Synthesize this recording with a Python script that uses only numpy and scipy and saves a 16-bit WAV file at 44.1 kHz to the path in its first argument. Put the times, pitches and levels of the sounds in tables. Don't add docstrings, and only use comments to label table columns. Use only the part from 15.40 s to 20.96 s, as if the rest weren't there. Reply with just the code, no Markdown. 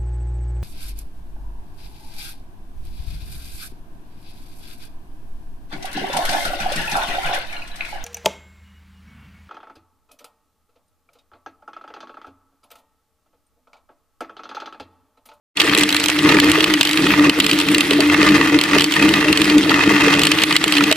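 import sys
import numpy as np
from scipy import signal
from scipy.fft import rfft, irfft, next_fast_len
from scipy.io import wavfile

SR = 44100
rng = np.random.default_rng(int(sys.argv[2]) if len(sys.argv) > 2 else 0)


def invert_db(level):
    return 10 ** (np.asarray(level, dtype=float) / 20)


def output_pcm(signal):
    pcm = np.clip(np.atleast_2d(signal).T, -1, 1) * 32767
    wavfile.write(sys.argv[1], SR, np.round(pcm).astype(np.int16))


N = 245195

# mode_hz, level_db, t60_s
WALL_MODES = [(740, -19, 0.0028), (930, -10, 0.033), (1216, 0, 0.019), (1454, -5, 0.018),
              (1812, -6.5, 0.038), (1948, -1.5, 0.029), (2086, -5.5, 0.036), (2543, -1.5, 0.025),
              (2743, -8, 0.041), (3187, -12.5, 0.054), (3630, -19, 0.0074), (4200, -31, 0.033)]
# freq_hz, density_db_per_hz
SPLINTER_SPECTRUM = [(900, -14.5), (1800, -10), (2700, 7), (4300, -3), (5800, -15.5), (9000, -25)]


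def rms_one(x):
    return x / np.sqrt(np.mean(x ** 2, axis=-1, keepdims=True) + 1e-20)


def in_time(rows):
    time_s, *columns = np.transpose(rows)
    return [np.interp(np.arange(N) / SR, time_s, column) for column in columns]


def shape_gain(size, points):
    bin_hz = np.maximum(np.arange(size // 2 + 1) * SR / size, 1)
    freq_hz, level_db = np.array(points).T
    return invert_db(np.interp(np.log(bin_hz), np.log(freq_hz), level_db))


def colour(x, points):
    size = next_fast_len(N)
    return irfft(rfft(x, size) * shape_gain(size, points), size)[..., :N]


def drift(rate_hz):
    r = np.exp(-2 * np.pi * rate_hz / SR)
    settle = 9000
    noise = rng.standard_normal(N + settle)
    return rms_one(signal.lfilter([1], [1, -2 * r, r * r], noise)[settle:])


def ring(clicks, mode_hz, t60_s):
    r = invert_db(-60 / (t60_s * SR))
    w = 2 * np.pi * mode_hz / SR
    return signal.lfilter([0, np.sin(w)], [1, -2 * r * np.cos(w), r * r], clicks + 1e-18)


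def resonance(x, mode_hz, width_hz):
    t60_s = np.log(1000) / np.pi / width_hz
    return rms_one(ring(ring(x, mode_hz, t60_s), mode_hz, t60_s / 3))


def grains(per_s, spread_db):
    hits = rng.random(N) < per_s / SR
    sizes = invert_db(spread_db * np.minimum(rng.exponential(1, N), 4)) * hits
    return sizes * rng.choice([-1, 1], (2, N))


def placed(times_s, level_db, bursts):
    out = np.zeros((2, N + SR))
    for time_s, db, burst in zip(times_s, level_db, bursts):
        start = int(time_s * SR)
        peak = np.abs(burst).max(1, keepdims=True)
        out[:, start:start + burst.shape[1]] += invert_db(db) * burst / peak
    return out[:, :N]


def strikes(times_s, level_db, modes, rise_s, detune, scatter_db):
    t = np.arange(2200) / SR
    mode_hz, mode_db, t60_s = np.transpose(modes)[:, None, :, None, None]
    luck = rng.standard_normal((len(times_s), len(modes), 2, 3))
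    pitch_hz = mode_hz * np.exp(detune * luck[:, :, :1, :1])
    gain = invert_db(mode_db + scatter_db * luck[..., 1:2] - 60 * t / t60_s)
    rings = gain * np.sin(2 * np.pi * (pitch_hz * t + luck[..., 2:]))
    return placed(times_s, level_db, rings.sum(1) * (1 - np.exp(-t / rise_s)))


def splinters(times_s, level_db, spectrum, length_s):
    stretch = np.exp(0.36 * rng.standard_normal((len(times_s), 1, 1)))
    t = np.arange(600) / SR / length_s[:, None, None] / stretch
    swarm = rng.standard_normal((len(times_s), 2, 600)) * t * np.exp(-t)
    return placed(times_s, level_db, irfft(rfft(swarm, 1024) * shape_gain(1024, spectrum)))


def frame(shake_db):
    modes_hz = [62, 110, 154, 203, 360, 442, 586]
    # width_hz, level_db
    mode_shapes = [(18.2, -11), (50, -6.5), (14.5, -1.5), (20, 2), (45.6, 2.5), (21.7, 0), (43.3, -8.5)]
    blows = grains(300.0 * invert_db(2.2 * drift(30.0)), 2.85)
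    shaking = 0
    for mode_hz, (width_hz, level_db) in zip(modes_hz, mode_shapes):
        shaking = shaking + invert_db(level_db) * resonance(blows, mode_hz, width_hz)
    return invert_db(shake_db + 5.5) * rms_one(shaking)


def grit_in_air(times_s, level_db):
    settle_s = 0.05
    thrown = np.zeros(N)
    thrown[(times_s * SR).astype(int)] = invert_db(level_db)
    r = np.exp(-1 / (settle_s * SR))
    grit = signal.lfilter([1], [1, -2 * r, r * r], thrown)
    return grit / grit.mean()


def dust(hiss_db):
    # freq_hz, density_db_per_hz
    hiss_spectrum = [(1470, 12), (2500, -3.5), (3200, -2.5), (4260, -6.5), (6680, -19.5), (7530, -17),
                     (8740, -16.5), (12500, -24.5), (14300, -22), (14900, -18), (15400, -50)]
    grit = np.abs(grains(180.0 * invert_db(5.0 * drift(22.0)), 3.3)[0])
    puffs = 1 + 0.74 * signal.lfilter([1], [1, -.97], grit)
    edges_hz = np.geomspace(2000, 16000, 8)
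    white = rng.standard_normal((2, 2, N))
    bands = 0
    for k, edge_hz in enumerate(zip(edges_hz, edges_hz[1:])):
        band = signal.sosfilt(signal.butter(2, edge_hz, "band", fs=SR, output="sos"), white[k % 2])
        bands = bands + band * invert_db(2.5 * drift(25.0) + 1.2 * drift(6.0))
    shaped = colour(bands * puffs * invert_db(1.2 * drift(25.0)), hiss_spectrum)
    top = signal.sosfilt(signal.butter(2, [5000, 14000], "band", fs=SR, output="sos"), shaped[0])
    return invert_db(hiss_db) * shaped / np.std(top)


def swells():
    # middle_s, rms_db, spread_s
    boom = [(0.373, -20.5, 0.086), (0.853, -17, 0.0095), (0.916, -15, 0.092), (1.083, -15.5, 0.032),
            (1.24, -21, 0.12), (1.382, -21.8, 0.018), (1.648, -15, 0.06), (1.805, -11.5, 0.022),
            (1.879, -8.8, 0.021), (2.009, -14.5, 0.022), (2.146, -19, 0.043), (2.332, -15, 0.049),
            (2.608, -17, 0.1), (2.798, -15, 0.0061), (2.95, -13, 0.11), (3.157, -14, 0.02),
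            (3.349, -15.5, 0.037), (3.474, -22.5, 0.055), (3.638, -17, 0.021), (3.713, -14.5, 0.078),
            (3.903, -14, 0.025), (4.017, -16, 0.017), (4.167, -9, 0.012), (4.183, -17.0, 0.09),
            (4.34, -20, 0.016), (4.48, -12, 0.0052), (4.569, -18.5, 0.13), (4.82, -23.5, 0.11),
            (5.16, -25, 0.12), (5.429, -17.5, 0.048)]
    rest_db = -25.5
    t = np.arange(0, N, 64) / SR
    middle_s, rms_db, spread_s = np.transpose(boom)[:, :, None]
    bells = invert_db(rms_db) * np.exp(-((t - middle_s) / spread_s) ** 2 / 2)
    return np.interp(np.arange(N) / SR, t, 20 * np.log10(invert_db(rest_db) + bells.sum(0)))


def cavity(boom_db):
    cavity_hz = 301
    boom = resonance(grains(500.0, 3.4), cavity_hz, width_hz=31.8)
    swell = np.abs(signal.hilbert(boom, next_fast_len(N))[:, :N]) + 0.12
    return invert_db(boom_db) * resonance(boom / swell ** 0.75, cavity_hz, width_hz=40.0)


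def tumble(tumble_db):
    blows = grains(1600.0 * invert_db(4.5 * drift(60.0) + 1.5 * drift(20.0)), 2.97)
    wakes = rng.random((len(WALL_MODES), N)) < .35
    rings = 0
    for (mode_hz, level_db, t60_s), woken in zip(WALL_MODES, wakes):
        rings = rings + invert_db(level_db) * ring(blows * woken, mode_hz, t60_s)
    ticks = signal.sosfilt(signal.butter(2, [1100, 4200], "band", fs=SR, output="sos"), blows)
    return invert_db(tumble_db + 1.2) * rms_one(rms_one(rings) + 0.42 * rms_one(ticks))


def knocks(crack_s, crack_db):
    # start_s, peak_db
    wall_knocks = [(0.3343, -3.5), (0.3665, -7.5), (0.8577, -6), (0.9206, -3), (0.9686, -5), (0.9862, -4),
                   (1.1551, -7), (1.6676, -8), (1.7043, -3.5), (1.737, -4.5), (1.7936, -4), (1.8507, -8.5),
                   (2.6976, -6), (2.7439, -1.5), (2.815, -5), (2.8771, -5.5), (3.0118, -2), (3.1425, -6),
                   (3.3333, -3.5), (3.5637, -5.5), (3.8824, -4), (4.3157, -3.5), (4.3414, -2),
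                   (4.4098, -3.5), (4.436, -3), (4.5628, -4.5), (4.6807, -6), (5.1087, -5.5),
                   (5.1552, -4.5), (5.4074, -4.5)]
    # start_s, peak_db
    thuds = [(0.247, -14), (0.376, -13.5), (0.947, -8.5), (1.02, -13), (1.178, -10.5), (1.656, -19),
             (1.977, -17), (2.381, -27), (2.51, -7.5), (2.589, -7.5), (2.829, -8.5), (3.136, -14),
             (3.36, -7), (3.855, -15), (3.955, -35), (3.99, -16), (4.258, -18), (4.29, -16), (4.51, -11),
             (4.557, -22), (4.673, -7.5), (4.794, -15), (5.26, -16), (5.513, -6.5)]
    # mode_hz, level_db, t60_s
    plate_modes = [(423.4, 12, 0.059), (530, -7.5, 0.047), (605, -7, 0.086), (696, -10, 0.03)]
    knock_gain_db, chip_db, crack_jolt_db = 4.5, -8.5, -8.5
    knock_s, knock_db = np.transpose(wall_knocks)
    knock_db = knock_db + knock_gain_db
    thud_s, thud_db = np.transpose(thuds)
    chips = splinters(knock_s, knock_db + chip_db, SPLINTER_SPECTRUM, length_s=0.0012 * invert_db(0.33 * knock_db))
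    jolt_s = np.r_[knock_s, crack_s]
    jolt_db = np.r_[knock_db, crack_db + crack_jolt_db]
    wall = strikes(jolt_s, jolt_db - 4.5, WALL_MODES[:8], rise_s=0.0014, detune=0.041, scatter_db=3.5)
    plates = strikes(thud_s, thud_db, plate_modes, rise_s=0.0011, detune=0.038, scatter_db=5.5)
    return wall + chips + plates


def blows_on_blade():
    # start_s, peak_db, top_re_peak_db
    single_breaks = [(0.1704, -1.5, -14), (0.1993, -1.5, -16), (0.2154, 0, -14), (0.3486, -5, -12),
                     (0.4341, -1.5, -11), (0.9999, -2, -8.5), (1.1159, -6.5, -7.5), (1.2415, -1, -15),
                     (1.3382, -2.5, -15.5), (1.41, 2.5, -17), (1.5733, -6.5, -22), (1.8954, -1, -20),
                     (2.0004, 2, -14.5), (2.3458, -2.5, -17), (2.5077, -6, -16), (2.6048, -5, -14.5),
                     (2.829, -6, -19), (3.2122, -6.5, -12), (3.4421, -4.5, -13), (3.6902, -8.5, -14),
                     (3.927, -2.5, -15), (3.9738, -5.5, -13), (4.0163, -5, -14), (4.1813, -9, -8.5),
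                     (4.9163, -2, -11), (5.036, -3, -11), (5.1641, 3, -13.5), (5.2401, -2, -11),
                     (5.4378, -7, -9.5), (5.5252, 3, -13),
                     (0.2049, -3, -17), (0.2957, -7.5, -31), (0.599, -13, -6), (0.788, -9.5, -18),
              (0.8889, -6, -17), (1.0433, -9.5, -12), (1.0978, -13, -8), (1.2054, -5, -22),
              (2.2862, -9, -15.5), (2.382, -9.5, -8), (2.4066, -4, -13), (2.5328, -10.5, -15),
              (2.889, -4.5, -19), (3.1882, -5, -23), (3.237, -9, -9.5), (3.5217, -10, -12),
              (3.5381, -9.5, -17), (3.6254, -8, -15), (3.7384, -5, -26), (4.0438, -12.5, -11),
              (4.0986, -7, -20), (4.2937, -5.5, -32), (4.7376, -4.5, -25), (4.793, -8, -8.5),
              (4.9857, -8.5, -25), (5.019, -6, -18), (5.1253, -6, -21), (5.2794, -12, -8.5),
              (5.323, -4.5, -14), (5.5134, -3.5, -17)]
    # first_s, last_s, blow_count, peak_db, top_re_peak_db
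    runs = [(0.376, 0.394, 3, -3.5, -7.5), (0.49, 0.504, 2, -5.5, -12), (0.526, .565, 3, 0, -12.5),
            (.639, .659, 2, -4.5, -8.5), (.684, 0.699, 2, -2, -12), (1.43, 1.451, 2, -0.5, -11),
            (1.472, 1.531, 4, -5, -12.5), (2.043, 2.064, 2, -3, -14), (2.094, 2.131, 3, -4, -16.5),
            (2.188, 2.213, 3, -6, -13.5), (3.383, 3.42, 4, 0, -15.5), (4.817, 4.869, 4, -2, -12),
            (5.338, 5.381, 4, -4.5, -24.5)]
    crack_gain_db, top_gain_db, run_scatter_db = 5.0, -0.5, 1.5
    single = np.array(single_breaks) + [0, crack_gain_db, top_gain_db]
    repeated = []
    for first_s, last_s, count, peak_db, top_db in runs:
        for start_s in np.linspace(first_s, last_s, round(count)):
            repeated.append((start_s, peak_db, top_db))
    repeated = np.array(repeated)
    repeated[:, 1:] += run_scatter_db * rng.standard_normal((len(repeated), 2))
    return np.r_[single, repeated].T


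def cracks(start_s, db, top_db):
    # freq_hz, density_db_per_hz
    top_spectrum = [(4500, 2.5), (6200, -9.5), (7700, 7), (9000, -1), (12000, -11.5), (15000, -6)]
    # mode_hz, level_db, t60_s
    blade_modes = [(2040, -4, 0.0062), (2593, 0, 0.028), (3136, -1.5, 0.054), (3840, 1, 0.012),
                   (4377, 2, 0.026), (5380, -2.5, 0.014)]
    # mode_hz, level_db, t60_s
    blade_top_modes = [(6070, 11.5, 0.0071), (7550, 3.5, 0.022), (9500, -2.5, 0.0093), (10980, 0, 0.017),
                       (12500, -10, 0.0013)]
    body = splinters(start_s, db - 2.5, SPLINTER_SPECTRUM, length_s=0.0012 * invert_db(0.28 * db))
    crumble = splinters(start_s, db - 13.0, SPLINTER_SPECTRUM, length_s=0.0025 * invert_db(0.3 * db))
    top = splinters(start_s, db + top_db + 6.0, top_spectrum, length_s=0.00059 * invert_db(0.21 * db))
    blade = strikes(start_s, db - 9.5, blade_modes, rise_s=0.0014, detune=0.0655, scatter_db=1.5)
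    blade_top = strikes(start_s, db + top_db - 3.0, blade_top_modes, rise_s=0.0012, detune=0.04, scatter_db=4.0)
    return body + crumble + top + blade + blade_top


def ports(mid, loose):
    # freq_hz, level_db
    width = [(60, -53), (110, -12), (200, -77), (380, -13), (700, -11.5), (1290, -5), (2380, -8),
             (4400, -4), (8120, 0), (15000, -0.5)]
    # freq_hz, level_db
    lean = [(60, 1), (180, 0.5), (550, 1.5), (1650, 0), (4970, -2.5), (15000, 3.5)]
    turned = signal.hilbert(mid, next_fast_len(N)).imag[:N]
    side = colour(-.45 * turned + 1.01 * loose, width)
    freq_hz, lean_db = np.transpose(lean)
    left = colour(mid + side, np.c_[freq_hz, lean_db / 2])
    right = colour(mid - side, np.c_[freq_hz, -lean_db / 2])
    return np.array([left, right])


def scene():
    # time_s, level_db
    load = [(.42, -22.5), (.47, -33.5), (.76, -31.5), (.87, -18.5), (1.38, -24), (1.46, -31.5), (1.86, -19),
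            (1.93, -27.5), (2.6, -26.5), (2.84, -17), (3.25, -25.5), (3.37, -15.5), (3.48, -39),
            (3.58, -19), (4.22, -24.5), (4.32, -19), (4.66, -15.5), (4.95, -25)]
    load_db = in_time(load)[0]
    boom_db = swells()
    start_s, peak_db, top_db = blows_on_blade()
    load_swing_db = load_db - load_db.mean()
    boom_swing_db = boom_db - boom_db.mean()
    shake_db = -30.0 + 0.68 * boom_swing_db + 0.49 * load_swing_db
    grit = grit_in_air(start_s, peak_db + top_db)
    dust_db = -39.0 + 6.0 * np.tanh(grit) + .05 * load_swing_db
    dip_hz, dip_width_hz = 240, 52
    dip = signal.iirnotch(dip_hz, dip_hz / dip_width_hz, SR)
    lows = signal.lfilter(*dip, frame(shake_db) + cavity(boom_db))
    grinding = dust(dust_db) + tumble(load_db)
    mid, loose = lows + grinding + knocks(start_s, peak_db) + cracks(start_s, peak_db, top_db)
    return ports(mid, loose)


def top_cut(x):
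    return signal.sosfilt(signal.butter(12, 16290, fs=SR, output="sos"), x)


def record(dry):
    # time_s, level_db
    fade_in = [
        (.150, -69),
        (.157, -24),
        (.175, -4.5),
        (.2, -1),
    ]
    release_db_per_s, attack_s = 228.0, 0.003
    low_cut_hz, top_cut_hz, start_s = 70.4, 16200, 0.144
    over_db = np.maximum(20 * np.log10(np.abs(dry).max(0) + 1e-9) + 0.62, 0)
    slope_db = np.arange(N) / SR * release_db_per_s
    duck_db = np.maximum.accumulate(over_db + slope_db) - slope_db
    r = np.exp(-1 / (attack_s * SR))
    x = dry * invert_db(-.9 * signal.lfilter([1 - r], [1, -r], duck_db) + 0.6)
    x = signal.sosfilt(signal.butter(3, low_cut_hz, "high", fs=SR, output="sos"), x)
    x = np.clip(x, -.93, .93)
    x = signal.sosfilt(signal.cheby2(12, 60, top_cut_hz, fs=SR, output="sos"), x)
    x = x * invert_db(in_time(fade_in)[0]) * (np.arange(N) > start_s * SR)
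    return top_cut(x)


dry = scene()
out = record(dry)
output_pcm(out)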